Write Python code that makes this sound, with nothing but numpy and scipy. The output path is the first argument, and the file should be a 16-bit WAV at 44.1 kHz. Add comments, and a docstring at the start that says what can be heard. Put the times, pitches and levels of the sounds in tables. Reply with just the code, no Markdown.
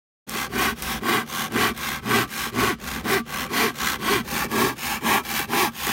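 """A hand saw cutting a board outdoors, heard from one microphone close to the cut.
After a quarter second of silence, faint air opens on a light pull, the blade chattering in the kerf.
A heavier push follows: the teeth tear fibres that ring the board and hiss in the steel, then let go,
and the board springs back. So it goes on, two pushes and two pulls a second, each speeding up and
slowing to rest, with splinters snapping. After 4.2 s the cut is deeper and the board's ring shifts."""
import sys
import numpy as np
from scipy import signal
from scipy.fft import rfft, irfft
from scipy.io import wavfile
from scipy.ndimage import map_coordinates

SR = 44100
rng = np.random.default_rng(int(sys.argv[2]) if len(sys.argv) > 2 else 0)


def wav_out(sig):
    """Save sig, one row per channel (or a flat mono array), as 16-bit PCM at SR to the path in sys.argv[1]."""
    wavfile.write(sys.argv[1], SR, np.round(np.clip(np.atleast_2d(sig).T, -1, 1) * 32767).astype(np.int16))


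N = 261051
FFT_SIZE = 2 ** 15
HZ = np.fft.rfftfreq(FFT_SIZE, 1 / SR)


def amp(db):
    """Decibels to gain."""
    return 10 ** (np.asarray(db) / 20)


def unit(x):
    """Scale to rms 1."""
    return x / np.sqrt(np.mean(np.abs(x) ** 2) + 1e-20)


def wobble(n, rate):
    """A smooth random curve of n samples, rate knots a second."""
    knots = rng.standard_normal(int(n * rate / SR) + 4)
    return map_coordinates(knots, [np.arange(n) * rate / SR])


def colour(points):
    """Causal response of power 1 through (frequency [Hz], level [dB]) points."""
    hz, db = np.transpose(points)
    gain = amp(np.interp(np.log(HZ + 1), np.log(hz), db))
    cepstrum = irfft(np.log(gain + 1e-6))
    cepstrum[1:FFT_SIZE // 2] *= 2  # fold to minimum phase
    cepstrum[FFT_SIZE // 2 + 1:] = 0
    return unit(np.exp(rfft(cepstrum)))


def resonances(modes):
    """Causal response of power 1 from (frequency [Hz], width [Hz], level [dB]) modes."""
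    return unit(sum((-1) ** k * amp(db) * 1j * HZ * width / (hz * hz - HZ ** 2 + 1j * HZ * width)
                    for k, (hz, width, db) in enumerate(modes)))


def through(x, response):
    """Play x through a response."""
    return signal.fftconvolve(x, irfft(response)[:FFT_SIZE // 4])


def add(track, start_s, x):
    """Mix x into the track from start_s on."""
    span = track[max(round(start_s * SR), 0):][:len(x)]
    span += x[:len(span)]


def bumps(rate_hz, jitter, sharpness):
    """A train of bumps of mean 1 at an unsteady rate, and its phase."""
    phase = 2 * np.pi * np.cumsum(rate_hz * (1 + jitter * wobble(len(rate_hz), 120))) / SR
    train = np.exp(sharpness * np.cos(phase))
    return train / train.mean(), phase


# Open air around the microphone: (frequency [Hz], spectral level [dB])
AIR_SPECTRUM = [(25, -52), (60, -17), (150, 5), (500, -19), (3000, -17), (15000, -39)]

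def outdoor_air():
    """A faint, steady, low rush far behind the saw."""
    return amp(-50.5) * through(rng.standard_normal(N), colour(AIR_SPECTRUM))[:N]


def rocking(swing, level_db):
    """Each swing of the arm rocks the board on its support with a dull rumble."""
    support = resonances([(56.6, 15.4, -3.5), (74.5, 16, -6)]) / (1 + 1j * HZ / 120)
    low_cut = (1j * HZ / (1j * HZ + 35)) ** 3
    shove = unit(swing ** 0.48 * rng.standard_normal(len(swing)))
    return amp(level_db - 1) * through(shove, unit(support * low_cut))


def spring_back(level_db, mode_hz=234.6, t60_s=0.11, rise_s=.006):
    """At the end of a push the board springs back and hums briefly in its main mode."""
    t = np.arange(SR // 4) / SR
    swell = 1 - np.exp(-t / rise_s)
    return swell * amp(level_db - 60 * t / t60_s) * np.sin(2 * np.pi * mode_hz * t)


# The board flexing: (frequency [Hz], width [Hz], push level [dB], pull level [dB])
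BENDING_MODES = [(124.5, 6.2, -2, -4), (145, 13, -9.5, -1.5), (225.4, 28.7, 2.5, 1), (286, 28, -1, -7.5),
                 (336, 80, -3, -8.5), (422.6, 34, 0, -9), (495, 72, -14.5, -11)]

def bending(push):
    """The board's low modes, driven differently on the push and the pull."""
    return resonances([(hz, width, push_db if push else pull_db)
                       for hz, width, push_db, pull_db in BENDING_MODES])


# Ring of board and kerf, shallow and deep cut: (frequency [Hz], width [Hz], level [dB])
SHALLOW_PUSH_MODES = [(723, 75, -6), (1114, 96, 1.5), (1527, 77, -2.5), (1977, 170, -5), (2445, 84, -9.5),
                      (2885, 240, -13), (3320, 68, -12.5)]
SHALLOW_PULL_MODES = [(771, 42, 3), (1112, 113, 4.5), (1588, 96, 1.5), (2073, 107, 0.5), (2470, 80, -5),
                      (3250, 370, -5.5)]
DEEP_PUSH_MODES = [(620, 130, -14.5), (823, 44, 1.5), (977, 95, -1.5), (1137, 74, 1), (1400, 55, -10.5),
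                   (1630, 64, -1), (1890, 390, -10), (2376, 66, -5.5), (2580, 57, -13), (3230, 260, -16)]
DEEP_PULL_MODES = [(807, 60, 4.5), (1110, 110, 3), (1740, 150, 1), (2372, 35, 3.5), (2670, 75, -2.5),
                   (3310, 250, -15)]

def kerf_ring(push, deep):
    """The blade seats a little differently on each stroke, which moves every resonance of the kerf."""
    if deep:
        modes = DEEP_PUSH_MODES if push else DEEP_PULL_MODES
    else:
        modes = SHALLOW_PUSH_MODES if push else SHALLOW_PULL_MODES
    shifts = rng.standard_normal((len(modes), 2))
    return resonances([(hz * (1 + 0.012 * detune), width, db + shift_db)
                       for (hz, width, db), (detune, shift_db) in zip(modes, shifts)])


# Splinters snapping near the microphone: (time [s], crack level [dB], knock level [dB])
SPLINTERS = [(0.2946, -21, -49), (.317, -27, -26), (0.3537, -29, -15), (.823, -17, -37),
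             (1.034, -35, -19.5), (1.055, -33, -20), (1.522, -27, -24), (1.562, -29, -12),
             (1.776, -26, -32), (2.4002, -25, -31), (2.464, -35, -18.5), (2.961, -33, -20),
             (3.0103, -40, -24), (3.057, -40, -19), (3.823, -32, -14.5), (3.942, -35, -19),
             (4.445, -23, -17.5), (4.515, -25, -17.5), (5.321, -29, -30), (5.395, -20, -18.5),
             (5.533, -32, -10), (5.8687, -18, -15), (5.891, -25, -12.5)]

def splinters(t60_s=0.012):
    """A tooth snags: the splinter breaks with a short bright crack and knocks the board."""
    track, t = np.zeros(N), np.arange(SR // 20) / SR
    crack = colour([(300, -12), (1500, -10), (5000, -9.5), (11000, -6.0), (16000, -11)])
    knock = unit(resonances(SHALLOW_PUSH_MODES) + bending(push=True))
    for start_s, crack_db, knock_db in SPLINTERS:
        burst = rng.standard_normal(len(t)) * amp(-60 * t / t60_s)
        add(track, start_s, through(burst, amp(crack_db - 1.5) * crack + amp(knock_db) * knock))
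    return track


def tooth_tone(t, phase, speed, firmest_s, level_db):
    """Evenly spaced teeth sing a tone that glides with the speed and swells while the blade runs true."""
    true_run = 0.42 + np.exp(-((t - firmest_s) / 0.034) ** 2)
    gain = signal.windows.tukey(len(t), .15) * amp(level_db + 3.5 + 1.7 * wobble(len(t), 61))
    force = true_run * np.sqrt(speed) * gain
    board_mode = 1j * HZ * 26 / (230 ** 2 - HZ ** 2 + 1j * HZ * 18)  # rings as the tone glides past
    return through(force * np.sin(phase), 0.53 + board_mode)


def fibres(grip, per_second, spread_db):
    """Fibres snap at random, more often where the teeth grip; rms 1."""
    n = len(grip)
    snaps = rng.random(n) < per_second * grip / SR
    return unit(snaps * rng.choice([-1, 1], n) * amp(spread_db * rng.standard_normal(n)))


def bites(phase, sharpness=27.7, spread_db=3.0):
    """One short tug for each tooth, no two equally strong; rms 1."""
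    tooth = np.round(phase / (2 * np.pi)).astype(int)
    sizes = amp(spread_db * rng.standard_normal(tooth.max() + 1))
    return unit(np.gradient(sizes[tooth] * np.exp(sharpness * (np.cos(phase) - 1))))


def board_thrum(load, teeth, flaps, chatter, level_db, push):
    """The board bends under the teeth, and the flapping blade shakes it at its own rate."""
    tugs = load * fibres(teeth, per_second=1200, spread_db=0.5)
    thrum = amp(level_db - 0.5) * through(tugs, bending(push))
    shaking = amp(level_db - (2.5 if push else 15)) * chatter * load * unit(flaps - 1)
    return thrum + through(shaking, 1 / (1 + 1j * HZ / 170) ** 2)


# Hiss of the tooth tips at close range: (frequency [Hz], spectral level [dB])
PUSH_HISS = [(500, -21), (1200, -14.5), (2200, 3.5), (3200, 2.5), (4400, 0), (4950, -2.5), (5400, -2.5),
             (6900, -4.5), (7600, -7.5), (9000, -6), (10400, -9), (12000, -5), (15800, -7.5)]
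PULL_HISS = [(500, -34), (1200, 1), (2200, -1.5), (3200, -3.5), (4400, -5), (4950, -8.5), (5400, -4.5),
             (6900, -7.5), (7600, -11.5), (9000, -9), (10400, -12), (12000, -8.5), (15800, -10.5)]
DEEP_HISS = [(500, -22.5), (1200, -5), (2200, -2), (3200, -2), (4400, -4), (4950, -6), (5400, -6),
             (6900, -6), (7600, -11.5), (9000, -7.5), (10400, -11), (12000, -6), (15800, -8)]

def blade_hiss(grip, gain, push, deep, t60_s=0.051):
    """The tooth tips scrape fine grains, which the blade radiates as hiss."""
    spectrum = DEEP_HISS if deep else PUSH_HISS if push else PULL_HISS
    scraping = fibres(grip, per_second=15000, spread_db=2)
    # Direct sound plus the steel's crowded modes, new on each stroke.
    t = np.arange(FFT_SIZE) / SR
    tail = unit(rfft(rng.standard_normal(FFT_SIZE) * amp(-60 * t / t60_s)))
    blade = unit(1 + amp(-6.5) * tail)
    return through(scraping * gain, colour(spectrum) * blade) * amp(4.3 if push else 3.5)


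# The steel blade, ringing on through the turns: (frequency [Hz], width [Hz], level [dB])
STEEL_MODES = [(1172, 14.8, 2.5), (1303, 14, -1.5), (1590, 23, -4.5), (2310, 25, -2.5), (2644, 43, -9)]

def tearing_wood(grip, phase, gain, kerf, push):
    """Tearing fibres and the tugs of the teeth ring the board, the kerf and the steel."""
    tearing = fibres(grip, per_second=8000, spread_db=2.5) + amp(-13 if push else -21) * bites(phase)
    ring = kerf + amp(-10) * resonances(STEEL_MODES)
    return through(tearing * gain, ring) * amp(-2 if push else -1.6)


def arm_effort(progress, wood_db, hiss_db, lean_db, push):
    """The arm's swing and growing weight set the gains of wood and hiss and the load on the board."""
    swing = np.sin(np.pi * (.04 + .94 * progress))
    wood_power, hiss_power = (1.67, 1.88) if push else (0.96, 1.29)  # tooth backs drag more evenly
    dulling_db = 0 if push else 6  # along a pull the hiss falls behind the wood
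    wood_gain = swing ** wood_power * amp(wood_db + lean_db * (progress - .5))
    hiss_gain = swing ** hiss_power * amp(hiss_db + (lean_db - dulling_db) * (progress - .5))
    # The board bends even under a slow blade; on a push, most while the teeth dig in.
    load = unit(wood_gain ** 0.72 * amp(-9.5 * progress) if push else wood_gain ** 0.37)
    return swing, wood_gain, hiss_gain, load


def stroke(start_s, end_s, wood_db, hiss_db, lean_db, rock_db, chatter,
           tooth_hz, thrum_db, tone_db, firmest_s, push):
    """One pass of the blade: it gathers speed slowly and stops fast, the teeth biting in step."""
    t = np.arange(start_s, end_s, 1 / SR)
    progress = np.linspace(0, 1, len(t))
    speed = np.sin(np.pi * (.04 + .92 * progress ** 1.45)) ** .9  # share of the top speed
    swing, wood_gain, hiss_gain, load = arm_effort(progress, wood_db, hiss_db, lean_db, push)
    deep = start_s > 4.2
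    kerf = kerf_ring(push, deep)
    teeth, phase = bumps(tooth_hz * speed, jitter=.03, sharpness=.45)
    # Chatter: the blade flaps sideways at its own rate.
    flap_hz, jitter, sharpness = (116., .05, .75) if push else (76., .28, 1.2)
    flaps, _ = bumps(np.full(len(t), flap_hz), jitter, sharpness)
    # The grip is most uneven while the stroke gets under way.
    uneven = amp(np.linspace(3.2, .6, len(t)) * wobble(len(t), 90))
    grip = teeth * (1 - chatter + chatter * flaps) * uneven
    return (tearing_wood(grip, phase, wood_gain, kerf, push)
            + blade_hiss(grip, hiss_gain, push, deep)
            + board_thrum(load, teeth, flaps, chatter, thrum_db, push)
            + tooth_tone(t, phase, speed, firmest_s, tone_db)
            + rocking(swing, rock_db))


# Cutting strokes, close to the microphone: (start [s], end [s], wood [dB], hiss [dB],
# pressure rise [dB], rocking [dB], chatter [0-1], top tooth rate [Hz], thrum [dB], tooth tone [dB],
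# time of firmest tone [s], spring-back [dB])
PUSH_STROKES = [(.485, 0.747, -22.5, -31, 13.5, -42, 0.37, 421.2, -29.5, -33.5, .6, -24),
                (0.999, 1.251, -22, -32, 5.5, -56, 0.22, 432, -28, -32, 1.1, -23),
                (1.49, 1.734, -21.5, -30.5, 12, -41, 0.5, 445.6, -27, -32, 1.6, -20),
                (2.007, 2.266, -22, -31, 20.5, -45, .75, 410, -29, -24.5, 2.18, -27),
                (2.509, 2.76, -22.5, -31.5, 6.5, -43, 0.54, 406.8, -27.5, -26.5, 2.71, -30),
                (3.021, 3.221, -22.5, -30.5, 8, -46, 0.27, 404, -29, -26.5, 3.15, -19.5),
                (3.481, 3.733, -21, -29, 3, -50, 0.15, 446, -30, -25.5, 3.64, -22),
                (3.972, 4.231, -22.5, -30.5, 12, -42, 0.01, 413.6, -30, -23, 4.15, -35),
                (4.472, 4.753, -22.5, -30, 6.5, -45, 0.06, 388.1, -26.5, -28.5, 4.65, -31),
                (4.996, 5.224, -19.5, -28, 10, -49, 0.1, 383.8, -29.5, -29.5, 5.08, -28),
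                (5.464, 5.708, -21, -28, 11.5, -50, 0, 378, -31.5, -24.5, 5.63, -34)]
# Return strokes: (start [s], end [s], wood [dB], hiss [dB], pressure rise [dB], rocking [dB],
# chatter [0-1], thrum [dB])
PULL_STROKES = [(0.252, 0.481, -31, -33.5, 20.5, -52, 0.66, -36.5),
                (.748, 0.999, -32, -33, 17, -39.5, 0.14, -37),
                (1.249, 1.49, -30, -32.5, 18.5, -55, 0.72, -36.5),
                (1.735, 2.005, -30.5, -33, 10.5, -45.5, 0.53, -38),
                (2.263, 2.508, -33, -32.5, 20, -48, .5, -41),
                (2.786, 3.026, -33, -36, 11.5, -41.5, 0.73, -37.5),
                (3.254, 3.481, -30.5, -34, 15.5, -47.5, 0.85, -36),
                (3.729, 3.974, -28.5, -30, 19, -43, 0.8, -37),
                (4.232, 4.474, -28, -31.5, 19, -44, 0.5, -33.5),
                (4.754, 4.998, -29.5, -31, 13.5, -42.5, 0.25, -39),
                (5.221, 5.463, -29, -30, 15, -47.5, 0.53, -37.5),
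                (5.707, 5.979, -30, -31, 28.5, -47.5, 0.45, -41.5)]

def sawing():
    """Heavy pushes and lighter pulls in turn; the teeth let go just before each push ends."""
    track = np.zeros(N)
    for start_s, end_s, *settings, spring_db in PUSH_STROKES:
        add(track, start_s, stroke(start_s, end_s, *settings, push=True))
        add(track, end_s - .025, spring_back(spring_db))
    for start_s, end_s, *settings, thrum_db in PULL_STROKES:
        firmest_s = start_s + .75 * (end_s - start_s)
        pull = stroke(start_s, end_s, *settings, tooth_hz=325.2, thrum_db=thrum_db,
                      tone_db=-45, firmest_s=firmest_s, push=False)
        add(track, start_s, pull)
    return track


def scene():
    """Faint outdoor air behind, the saw and its splinters close in front, in mono."""
    return (outdoor_air() + sawing() + splinters())[None]


def record(dry, open_s=0.266, fade_s=0.013, top_hz=15850):
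    """The microphone fades in after a short silence; a steep low-pass cuts the highest treble."""
    fade_in = np.clip((np.arange(N) / SR - open_s) / fade_s, 0, 1)
    low_pass = signal.firwin(601, top_hz, fs=SR, window="blackman")
    return signal.fftconvolve(dry * fade_in, low_pass[None], mode="same", axes=1)


dry = scene()
out = record(dry)
wav_out(out)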